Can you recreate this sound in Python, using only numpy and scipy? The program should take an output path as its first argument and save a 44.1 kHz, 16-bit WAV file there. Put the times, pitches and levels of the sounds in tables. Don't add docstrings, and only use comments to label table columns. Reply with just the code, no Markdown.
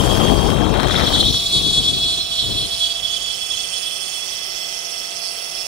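import sys
import numpy as np
from scipy import signal
from scipy.fft import rfft, irfft
from scipy.io import wavfile
from scipy.ndimage import uniform_filter1d

SR = 44100
rng = np.random.default_rng(int(sys.argv[2]) if len(sys.argv) > 2 else 0)


def master(y):
    cut = np.clip(np.atleast_2d(y).T, -1, 1)
    pcm = np.round(cut * 32767)
    wavfile.write(sys.argv[1], SR, pcm.astype(np.int16))


def gain_from_db(level_db):
    decades = np.asarray(level_db, float) / 20
    return 10 ** decades


N = 250047

RESTING_TURNS = 188.8
TURN_SAMPLES = 2 ** 16
SLOW_STEP = 16

# time in seconds, level in dB, lean left over right in dB.
VIEW = [(0.0, -33, -5), (0.25, -31.5, -5.5), (0.52, -36, -4), (0.6, -40.5, -4.5), (0.77, -41.5, -3.5),
        (1.12, -32, -5.5), (1.26, -32, -5), (1.44, -31, -11.5), (1.64, -32.5, -5.5), (2.02, -33.5, -9),
        (2.27, -37, -12.5), (2.35, -33.5, -12.5), (2.54, -34, -9), (2.8, -31.5, -16.5), (2.91, -35, -16),
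        (3.06, -34, -18.5), (4.26, -34.5, -18), (5.67, -35, -13)]


def rms_one(x):
    return x / np.sqrt(np.mean(np.abs(x) ** 2) + 1e-20)


def seconds():
    return np.arange(N) / SR


def in_time(rows):
    s, *columns = np.transpose(rows)
    return [np.interp(seconds(), s, column) for column in columns]


def at_hz(points, hz):
    point_hz, point_db = np.transpose(points)
    return np.interp(np.log(hz), np.log(point_hz), point_db)


def bin_hz():
    return np.maximum(np.fft.rfftfreq(N, 1 / SR), 1)


def slowly(rate_hz):
    r = np.exp(-2 * np.pi * rate_hz * SLOW_STEP / SR)
    noise = rng.standard_normal(N // SLOW_STEP + 3002)
    return rms_one(signal.lfilter([1], [1, -2 * r, r * r], noise)[3000:])


def filled(slow):
    return np.interp(np.arange(N) / SLOW_STEP, np.arange(len(slow)), slow)


def drift(rate_hz):
    return filled(slowly(rate_hz))


def flutter(rate_hz, depth):
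    z = slowly(rate_hz) + 1j * slowly(rate_hz)
    return filled(rms_one(z * (np.abs(z) + 1e-3) ** (depth - 1)))


def held(z, share):
    power = uniform_filter1d(np.abs(z) ** 2, size=466)
    return z * (power + 0.036) ** (-.5 * share)


def coloured(points, low_hz, high_hz):
    hz = bin_hz()
    edge = 1 / np.sqrt((1 + (low_hz / hz) ** 24) * (1 + (hz / high_hz) ** 24))
    return irfft(rfft(rng.standard_normal((2, N))) * gain_from_db(at_hz(points, hz)) * edge, N)


def sides(level_db, pan_db, lift_db):
    right = gain_from_db(level_db + lift_db) * 2 / np.sqrt(1 + gain_from_db(pan_db) ** 2)
    return np.array([right * gain_from_db(pan_db), right])


def bump(at_s, half_s):
    return np.exp(-((seconds() - at_s) / half_s) ** 2)


def bitten(idle, cutting):
    bite_s, takes_s = 0.96, 0.21
    share = .5 + .5 * np.tanh((seconds() - bite_s) / takes_s)
    return idle + share * (cutting - idle)


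def throbs():
    # peak time in seconds, change in dB, half length in seconds.
    swells = [(0.108, 12, 0.03), (0.271, 10, 0.069), (0.356, -11, 0.024), (0.708, -4.6, 0.026),
              (0.914, 11, 0.02), (0.962, 15, 0.01), (1.072, 8, 0.02), (1.11, -12, 0.024), (1.149, 8, 0.02),
              (1.209, 8, 0.016), (1.228, -13, 0.012), (1.267, 3.5, 0.019), (1.319, -19, 0.01),
              (1.385, -9, 0.0091), (1.448, -7, 0.013), (1.468, 8.5, 0.014), (1.486, -9.5, 0.055),
              (1.539, 3.7, 0.016), (1.721, -15, 0.012), (1.789, 8.5, 0.018), (1.825, -9.5, 0.026),
              (1.887, 6.5, 0.044), (1.922, -16, 0.012), (2.046, 8, 0.026), (2.166, -11, 0.01),
              (2.27, -5.5, 0.047), (2.416, 8.2, 0.04), (2.494, -7, 0.02), (2.584, 3.5, 0.011),
              (2.681, -15, 0.017), (2.772, -8, 0.024), (2.84, 6, 0.043), (2.891, -9, 0.014),
              (2.934, -10, 0.01), (3.017, -21, 0.016), (3.049, 7.0, 0.027), (3.135, 7, 0.014),
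              (3.167, 8.5, 0.013), (3.185, -18, 0.012), (3.3, 2, 0.022), (3.342, -6.1, 0.017),
              (3.393, -5.5, 0.013), (3.482, -17, 0.018), (3.515, 6.5, 0.028), (3.578, 8.5, 0.014),
              (3.712, -17, 0.021), (3.74, 5, 0.023), (3.81, -6, 0.026), (3.86, 2, 0.024),
              (3.915, -1, 0.045), (3.997, -8, 0.038), (4.107, -9, 0.029), (4.206, -6.8, 0.01),
              (4.275, -18, 0.017), (4.336, 6, 0.02), (4.366, -14, 0.02), (4.65, 4, 0.034),
              (4.743, -6.2, 0.026), (5.156, -9, 0.016), (5.567, 5, 0.02)]
    return sum(np.interp(seconds(), [s - half, s, s + half], [0, db, 0]) for s, db, half in swells)


def shaft_orders():
    # clean line in dB, rubbing just under it in dB, chatter under load in dB.
    order_levels = [(-80, -49.5, -44), (-41.5, -48, -46), (-48.5, -47, -61), (-40, -41, -44),
                    (-44, -34, -47.5), (-31.5, -32.5, -21), (-39, -50, -38), (-39, -41, -22.5),
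                    (-41, -53, -24), (-45, -37.5, -25), (-43, -45, -29), (-34, -38.5, -27.5),
                    (-53, -61, -24), (-50, -36, -33), (-52, -50, -38), (-41, -31.5, -41), (-31, -38, -48),
                    (-42, -36, -32), (-45, -40, -45), (-57, -49, -56), (-53, -38.5, -54), (-54, -37, -36),
                    (-53, -72, -37), (-44, -45.5, -43), (-47, -46, -54), (-65, -39, -39), (-65, -51, -40),
                    (-65, -46, -36.5)]
    # order, clean in dB, rubbing in dB, chatter in dB.
    high_orders = [(41, -54, -43, -41.5), (51, -60, -47, -39.5), (53.7, -56, -52, -41.5),
                   (62.4, -68, -53, -63), (83.5, -58, -52, -68)]
    # clean in dB, rubbing in dB, chatter in dB.
    even_db = [4, -1, 5.5]
    low = np.c_[13 + np.arange(len(order_levels)), order_levels]
    top = np.arange(41, 84)
    at, *outline = np.transpose(high_orders)
    top_db = np.transpose([np.interp(top, at, db) for db in outline])
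    parity = .5 * (-1.) ** top * (top < 63)
    table = np.vstack([low, np.c_[top, top_db + np.outer(parity, even_db)]])
    return table[:, 0].astype(int), table[:, 1:].T


def zone_gains(main_db, upper_db, chatter):
    upper_db = main_db + upper_db
    focus = np.clip(bitten(0.22, 0.53 + 0.61 * chatter), .02, .98)
    view_db, lean_db = in_time(VIEW)
    main_pan_db, body_pan_db = 11.2 + 1.24 * lean_db, 9.8 + 2 * lean_db
    upper_pan_db = 1 - 13 * bump(2.24, 0.27)
    broad_db = uniform_filter1d(main_db, size=5000)
    throb_db = chatter * (upper_db - uniform_filter1d(upper_db, size=15000))
    body_db = view_db + bitten(-4.5, 2.5) + 0.23 * throb_db
    top_db = view_db + 0.57 * throb_db
    return [sides(-42 + 0 * view_db, lean_db + 3, -1.5),
            np.sqrt(1 - focus) * sides(broad_db, main_pan_db, -0.49),
            np.sqrt(focus) * sides(main_db, main_pan_db, 0.0006),
            sides(upper_db + 0.34 * (broad_db - main_db), upper_pan_db, -2.3),
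            sides(body_db, body_pan_db, -1.1),
            sides(top_db, lean_db, -6.5),
            sides(top_db, lean_db, -6.0),
            sides(view_db, lean_db + 5, -14.0),
            sides(view_db, lean_db + 8, -15.5)]


def one_turn(orders, level_db, phase):
    spectrum = np.zeros(TURN_SAMPLES, complex)
    spectrum[orders] = gain_from_db(level_db) * np.exp(1j * phase)
    return rms_one(np.fft.ifft(spectrum))


def spindle(turn, main_db, upper_db, chatter, offset_hz):
    zone_hz = [2400, 2900, 3280, 3500, 4300, 6000, 7700, 10300, 12500, 15800]
    loads = [0.2, 0.24, 1.27, 1.04, 0.92, 0.91, 1.7, 0.091, 0.091]
    orders, levels_db = shaft_orders()
    clean_db, rub_db, _ = levels_db
    phases = (0.93 + 0.68 * (orders > 60)) * rng.standard_normal((3, len(orders)))
    path = (-1.) ** orders * np.minimum(1.15 + .02 * (orders - 18), 1.7)
    gains = zone_gains(main_db, upper_db, chatter)
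    rough = bitten(3.5, 0.93 - 0.27 * chatter) - .55
    at = (turn % 1 * TURN_SAMPLES).astype(int)
    slip = 2 * np.pi * np.cumsum(offset_hz) / SR
    shake = flutter(7.8, 0.61)
    lag = np.exp(-2j * np.pi * 15.0 * seconds())
    order_hz = orders * RESTING_TURNS - 30
    out = np.zeros((2, N))
    for k, (low, high) in enumerate(zip(zone_hz, zone_hz[1:])):
        use = (order_hz > low) & (order_hz <= high)
        load = np.clip(chatter * loads[k], 0, .97)
        clean = 1 / (1 + np.sum(gain_from_db(rub_db[use]) ** 2) / np.sum(gain_from_db(clean_db[use]) ** 2))
        skirt = flutter(25.0, 1.0)
        rub = rms_one(flutter(10.8, 0.99) + 0.62 * skirt * lag) * lag
        rub = (rub + rough * skirt * lag ** 2) / np.sqrt(1 + rough ** 2)
        clean = clean / (1 + 0.57 * rough ** 2)
        overtone = 2 if k > 4 else 1
        swing = rms_one(shake ** overtone + 0.3 * skirt * lag) * np.exp(-1j * overtone * slip)
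        carriers = [np.sqrt((1 - load) * clean),
                    np.sqrt((1 - load) * (1 - clean)) * rub,
                    np.sqrt(load) * swing]
        hold = 0.36 * (k > 5)
        if k in (2, 3):
            hold = np.clip(0.54 * chatter + 0.068, 0, .9)
        for side in range(2):
            if side:
                apart = .27 * (1 + (k > 6))
                carriers[1:] = [c + apart * (np.roll(c, shift=2600) - c) for c in carriers[1:]]
            shift = (1 - side) * path[use]
            waves = [one_turn(orders[use], db[use], p[use] + shift)[at] for db, p in zip(levels_db, phases)]
            whine = sum(w * c for w, c in zip(waves, carriers))
            out[side] += gains[k][side] * np.sqrt(2) * held(whine, hold).real
    return out


def hiss(turn, hiss_db):
    # frequency in Hz, density in dB.
    hiss_spectrum = [(2300, 0), (2800, -58), (3300, -0.5), (3900, -8), (4500, -6), (5400, -8), (6200, -4.5),
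                     (7100, -11), (9300, -4.5), (11500, -18), (15500, -33)]
    edges_hz = [6000, 7000, 8000, 9000, 10500, 17000]
    noise = coloured(hiss_spectrum, 2430, 5640)
    for low, high in zip(edges_hz, edges_hz[1:]):
        noise = noise + coloured(hiss_spectrum, low, high) * gain_from_db(0.73 * drift(3.8))
    puffs = 1 + 0.76 * np.cos(2 * np.pi * turn)
    noise = noise * puffs * gain_from_db(0.8 * drift(22))
    lean_db = in_time(VIEW)[-1]
    return sides(hiss_db, lean_db + 4, -0.22) * rms_one(noise)


def bearings(turn, tones_db, high_db):
    # frequency in Hz, rms
    # level in dB.
    shaft_locked_tones = [(166.9, -62), (376.8, -57), (489.9, -59), (565.2, -59), (678.3, -49), (753.7, -54),
                          (866.7, -63), (1130, -63), (1168, -60), (1281, -55), (1357, -60), (1545, -60), (1733, -63),
                          (1890, -60), (1922, -63), (2035, -52), (2078, -61), (2223, -60), (2331, -62), (2412, -52),
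                          (2498, -62), (2519, -57),
                          (5346, -50), (5421, -41)]
    out = np.zeros((2, N))
    for hz, level_db in shaft_locked_tones:
        start = rng.uniform(0, 2 * np.pi) + np.array([[hz / 900], [0]])
        if abs(hz - 678) < 5:
            level_db = level_db + 1.5
        lean_db = -5.5 if hz < 3000 else -17
        swell_db = 1.34 * drift(1.3) if hz < 3000 else 2.44 * drift(16)
        gain_db = level_db + 9.5 + tones_db + (hz > 1800) * high_db + swell_db
        gain = gain_from_db(gain_db) * gain_from_db([[lean_db], [0]])
        out += gain * np.sin(2 * np.pi * turn * hz / RESTING_TURNS + start)
    return out


def rasps(level_db):
    # low edge in Hz, high edge in Hz, idle level in dB, cutting level in dB, left over right in dB.
    resonances = [
        (3070, 3400, -36.5, -54.5, 1),
        (5150, 5400, -60, -47.5, -17),
    ]
    out = 0
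    for low_hz, high_hz, idle_db, cut_db, pan_db in resonances:
        a, b = rms_one(coloured([(20, 0), (20000, 0)], low_hz, high_hz))
        rasp_db = bitten(idle_db, cut_db) + level_db + 33.5 + 2.4 * drift(19)
        out = out + sides(rasp_db, pan_db, 0) * np.array([a, 1.06 * a + 0.36 * b])
    return out


def air(tones_db):
    # frequency in Hz, density in dB per Hz.
    air_spectrum = [(35, -7), (60, -21.5), (275, -10.5), (676, 1), (893, -3.5), (1300, -6.5), (1440, -6),
                    (1990, -7.5), (3000, -6.5), (3900, -27), (6600, -120)]
    # frequency in Hz, left over right in dB.
    air_lean = [(60, 13.5), (150, 7), (380, -0.5), (950, -4), (2380, -1), (5980, 24), (15000, -7.0)]
    bass = coloured(air_spectrum, 39.4, 474)
    bass[0] = 0.79 * bass[1] + .5 * bass[0]
    noise = rms_one(bass + coloured(air_spectrum, 490, 3100))
    noise[0] = irfft(rfft(noise[0]) * gain_from_db(at_hz(air_lean, bin_hz())), N)
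    return gain_from_db(-37.5 + 1.21 * tones_db) * noise


def bands_shifted(x):
    # peak time in seconds, centre in Hz, change in dB, half length in seconds.
    band_changes = [(1.9, 9500, 3, 0.46), (4.3, 9700, -2, 0.6), (5.6, 9600, 1, 0.26), (3.95, 8900, 14, 0.47),
                    (4.67, 8800, -5, 0.53), (1.6, 8760, -3.5, 0.42), (2, 7500, 6, 0.23),
                    (2.43, 7900, 4, 0.12), (2.4, 11900, -6.5, 0.55), (2.52, 10900, 6, 0.17),
                    (5.4, 10740, 10.5, 0.24), (4.76, 10700, 4, .3), (2.63, 6250, -10, 0.26),
                    (3.3, 6660, 5.5, 0.96), (4.66, 5990, 7.5, 0.53), (5.5, 7150, -11, 0.62),
                    (1.7, 13000, -3, .4), (3.3, 12900, -10, 0.33), (4.4, 13000, 4, .5),
                    (0.14, 11700, 6, 0.23), (2.5, 4800, -3.5, 1), (6.4, 5420, -2, 0.49), (1.9, 670, 4, 0.68),
                    (3.85, 678, -12.5, 0.76), (5.3, 678, 1.5, 0.27), (1.6, 1140, 11, .6), (3.8, 2600, 4, .5),
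                    (2.42, 1545, 0, 0.26), (2.1, 2080, -5, 0.4), (5.3, 2035, 3, 1)]
    # peak time in seconds, centre in Hz, change in dB,
    # half length in seconds.
    line_changes = [(0.41, 4535, 5.5, .5), (0.33, 4130, -10, 0.7), (0.27, 5500, -5, .5), (0.3, 3900, 1, 0.46),
                    (0.44, 3000, -15, 0.59), (0.26, 3390, -5.5, .4), (.3, 3300, 9, .5), (0.36, 3470, -8, .5),
                    (4.8, 4150, 6.5, 0.93), (2.8, 4900, 9.5, 0.58), (2.47, 4110, 5, 0.46),
                    (2.5, 3015, 7, 0.48), (2.6, 5060, -12, 0.35), (1.8, 4510, -3, 0.28), (4, 3900, 1, 0.88),
                    (4.6, 5480, -2, 1)]
    hz, s, frames = signal.stft(x, SR, nperseg=1024)
    gain_db = np.zeros((len(hz), len(s)))
    for changes, width in ((band_changes, 0.038), (line_changes, 0.02)):
        for at_s, centre_hz, db, half_s in changes:
            across = np.exp(-((hz / centre_hz - 1) / width) ** 2)
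            gain_db += db * np.outer(across, np.exp(-((s - at_s) / half_s) ** 2))
    patches = uniform_filter1d(rng.standard_normal(gain_db.shape), size=4, axis=0)
    patches = rms_one(uniform_filter1d(patches, size=9, axis=1))
    gain_db = gain_db + 2 * patches * (hz > 3450)[:, None]
    return signal.istft(frames * gain_from_db(gain_db), SR, nperseg=1024)[1][:, :N]


def draught():
    # time in seconds, strength in dB.
    gust = [(0.0, -18.5), (0.7, -19), (0.95, -21.5), (1.28, -24), (1.49, -38), (1.55, -27.5), (1.64, -28),
            (1.78, -27.5), (1.98, -30.5), (2.16, -35.5), (2.39, -41.5), (2.47, -28.5), (2.66, -32),
            (2.81, -46.5), (3.66, -48.5), (3.77, -55.5), (4.5, -58), (5.67, -78)]
    gust_db, = in_time(gust)
    rumble_db = gust_db + 0.5 * drift(5.8)
    rush_db = -20.5 + 1.28 * (gust_db + 20) + 0.95 * drift(11.0)
    jet_db = 12.5 * bump(0.98, 0.22)
    flap_db, spit_db = -5.5 + 0.13 * jet_db, -17 + jet_db
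    aimed_db = np.interp(seconds(), [1.19, 1.27], [0, -14])
    lumps = drift(35)
    rumble = coloured([(20, -16.5), (50, -2.5), (130, -7.0)], 21, 148.0) * gain_from_db(2.0 * lumps)
    rush = coloured([(130, 0), (250, -3), (450, -6)], 130, 470) * gain_from_db(1.3 * lumps + .9 * drift(40))
    flap = coloured([(450, 0), (700, -3), (1200, -9)], 470, 1200) * gain_from_db(1.5 * lumps + 1.8 * drift(90))
    ticks = signal.lfilter([1], [1, -.97], (rng.random(N) < 70 / SR) * rng.exponential(1, N))
    bursts = gain_from_db(1.0 * lumps + 5.5 * drift(230)) + 3.1 * ticks
    spit = coloured([(1100, 7.5), (2000, -5.0), (3000, -13.5), (6000, 1)], 1230, 4000) * bursts
    wind = gain_from_db(np.maximum(rumble_db, -68) + 3.5) * rms_one(rumble)
    wind = wind + gain_from_db(rush_db + 5.0) * rms_one(rush)
    wind = wind + gain_from_db(rush_db + flap_db + 7.0 + 0.58 * aimed_db) * rms_one(flap)
    wind = wind + gain_from_db(rush_db + spit_db + 7.5 + aimed_db) * rms_one(spit)
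    return wind * gain_from_db([[0], [-39]])


def snaps():
    # start in seconds, peak in dB.
    snap_times = [(0.037, -12), (0.09, -20), (0.15, -21), (0.154, -10), (0.173, -8), (0.217, -11),
                  (0.301, -16), (0.319, -13), (0.343, -14), (0.406, -21), (0.503, -6), (0.544, -15),
                  (0.57, -18), (0.589, -14), (0.617, -23), (0.635, -15), (0.652, -22), (0.678, -19),
                  (0.696, -18), (0.723, -21), (0.741, -10), (0.784, -17), (0.805, -7), (0.823, -12),
                  (0.832, -2), (0.851, -19), (0.874, -9), (0.884, -7), (0.912, -16), (0.931, -12),
                  (0.977, -9), (0.998, -21), (1.042, -14), (1.069, -13), (1.16, -16), (1.183, -25),
                  (1.229, -9), (1.279, -29), (1.318, -26), (1.343, -13)]
    at_s, peak_db = np.transpose(snap_times)
    clicks = np.full(N, 1e-18)
    sign = np.where(rng.random(len(at_s)) < .7, -1, 1)
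    clicks[(at_s * SR).astype(int) + 20] = gain_from_db(peak_db + 21.5) * sign
    dull = signal.butter(1, [350, 1800], "band", fs=SR, output="sos")
    return signal.sosfilt(dull, clicks) * [[1], [.02]]


def scene():
    # time in seconds, speed in turns per second.
    speed = [(0.0, 188.93), (0.4, 189.08), (0.9, 189.53), (1.2, 189.62), (1.5, 189.55), (1.8, 189.13),
             (2.2, 188.5), (2.5, 188.33), (3.0, 188.56), (3.9, 188.75), (4.7, 188.91), (5.7, 188.86)]
    # time in seconds, ring in dB, upper ring above it in dB, chatter share 0-1,
    # chatter offset below the orders in Hz.
    cutter_load = [(0, -29.5, -13, 0.77, 20), (.5, -32.5, -8, 0.5, 40), (.7, -32, -1.5, 0.1, 70),
                   (.95, -31.5, 2, 0.3, 55), (1.2, -22, 1, 0.54, 42), (1.7, -21, 0, 0.97, 35),
                   (2.2, -25, -1.5, 0.72, 24), (2.6, -24, -4, 0.73, 34), (3.0, -23.5, -10.5, 0.63, 33),
                   (3.5, -28, -13.5, 0.33, 25), (4.0, -28.5, -14, 0.14, 22), (4.6, -34, -15.5, 0.06, 20),
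                   (5.67, -41, -5.5, 0.18, 20)]
    turn = np.cumsum(in_time(speed)[0] + 0.0505 * drift(2.96)) / SR
    ring_db, upper_db, chatter, offset_hz = in_time(cutter_load)
    ring_db = ring_db + uniform_filter1d(throbs(), size=350)
    level_db, _ = in_time(VIEW)
    tones_db = -2.5 + 2.1 * np.minimum(level_db + 36, 0)
    machine = spindle(turn, ring_db, upper_db, np.clip(chatter, 0, 1), offset_hz)
    machine = machine + hiss(turn, level_db - 5 + 3 * chatter)
    machine = machine + bearings(turn, tones_db, 4.5 - 8.5 * chatter)
    machine = machine + rasps(level_db) + air(tones_db)
    return bands_shifted(machine) + draught() + snaps()


def top_cut(x):
    return signal.sosfilt(signal.butter(12, 16860, fs=SR, output="sos"), x)


def record(dry):
    rounded = 1.3 * np.tanh(dry / 1.3)
    low_pass = signal.ellip(14, .5, 70, 15830, fs=SR, output="sos")
    return top_cut(signal.sosfilt(low_pass, rounded))


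dry = scene()
out = record(dry)
master(out)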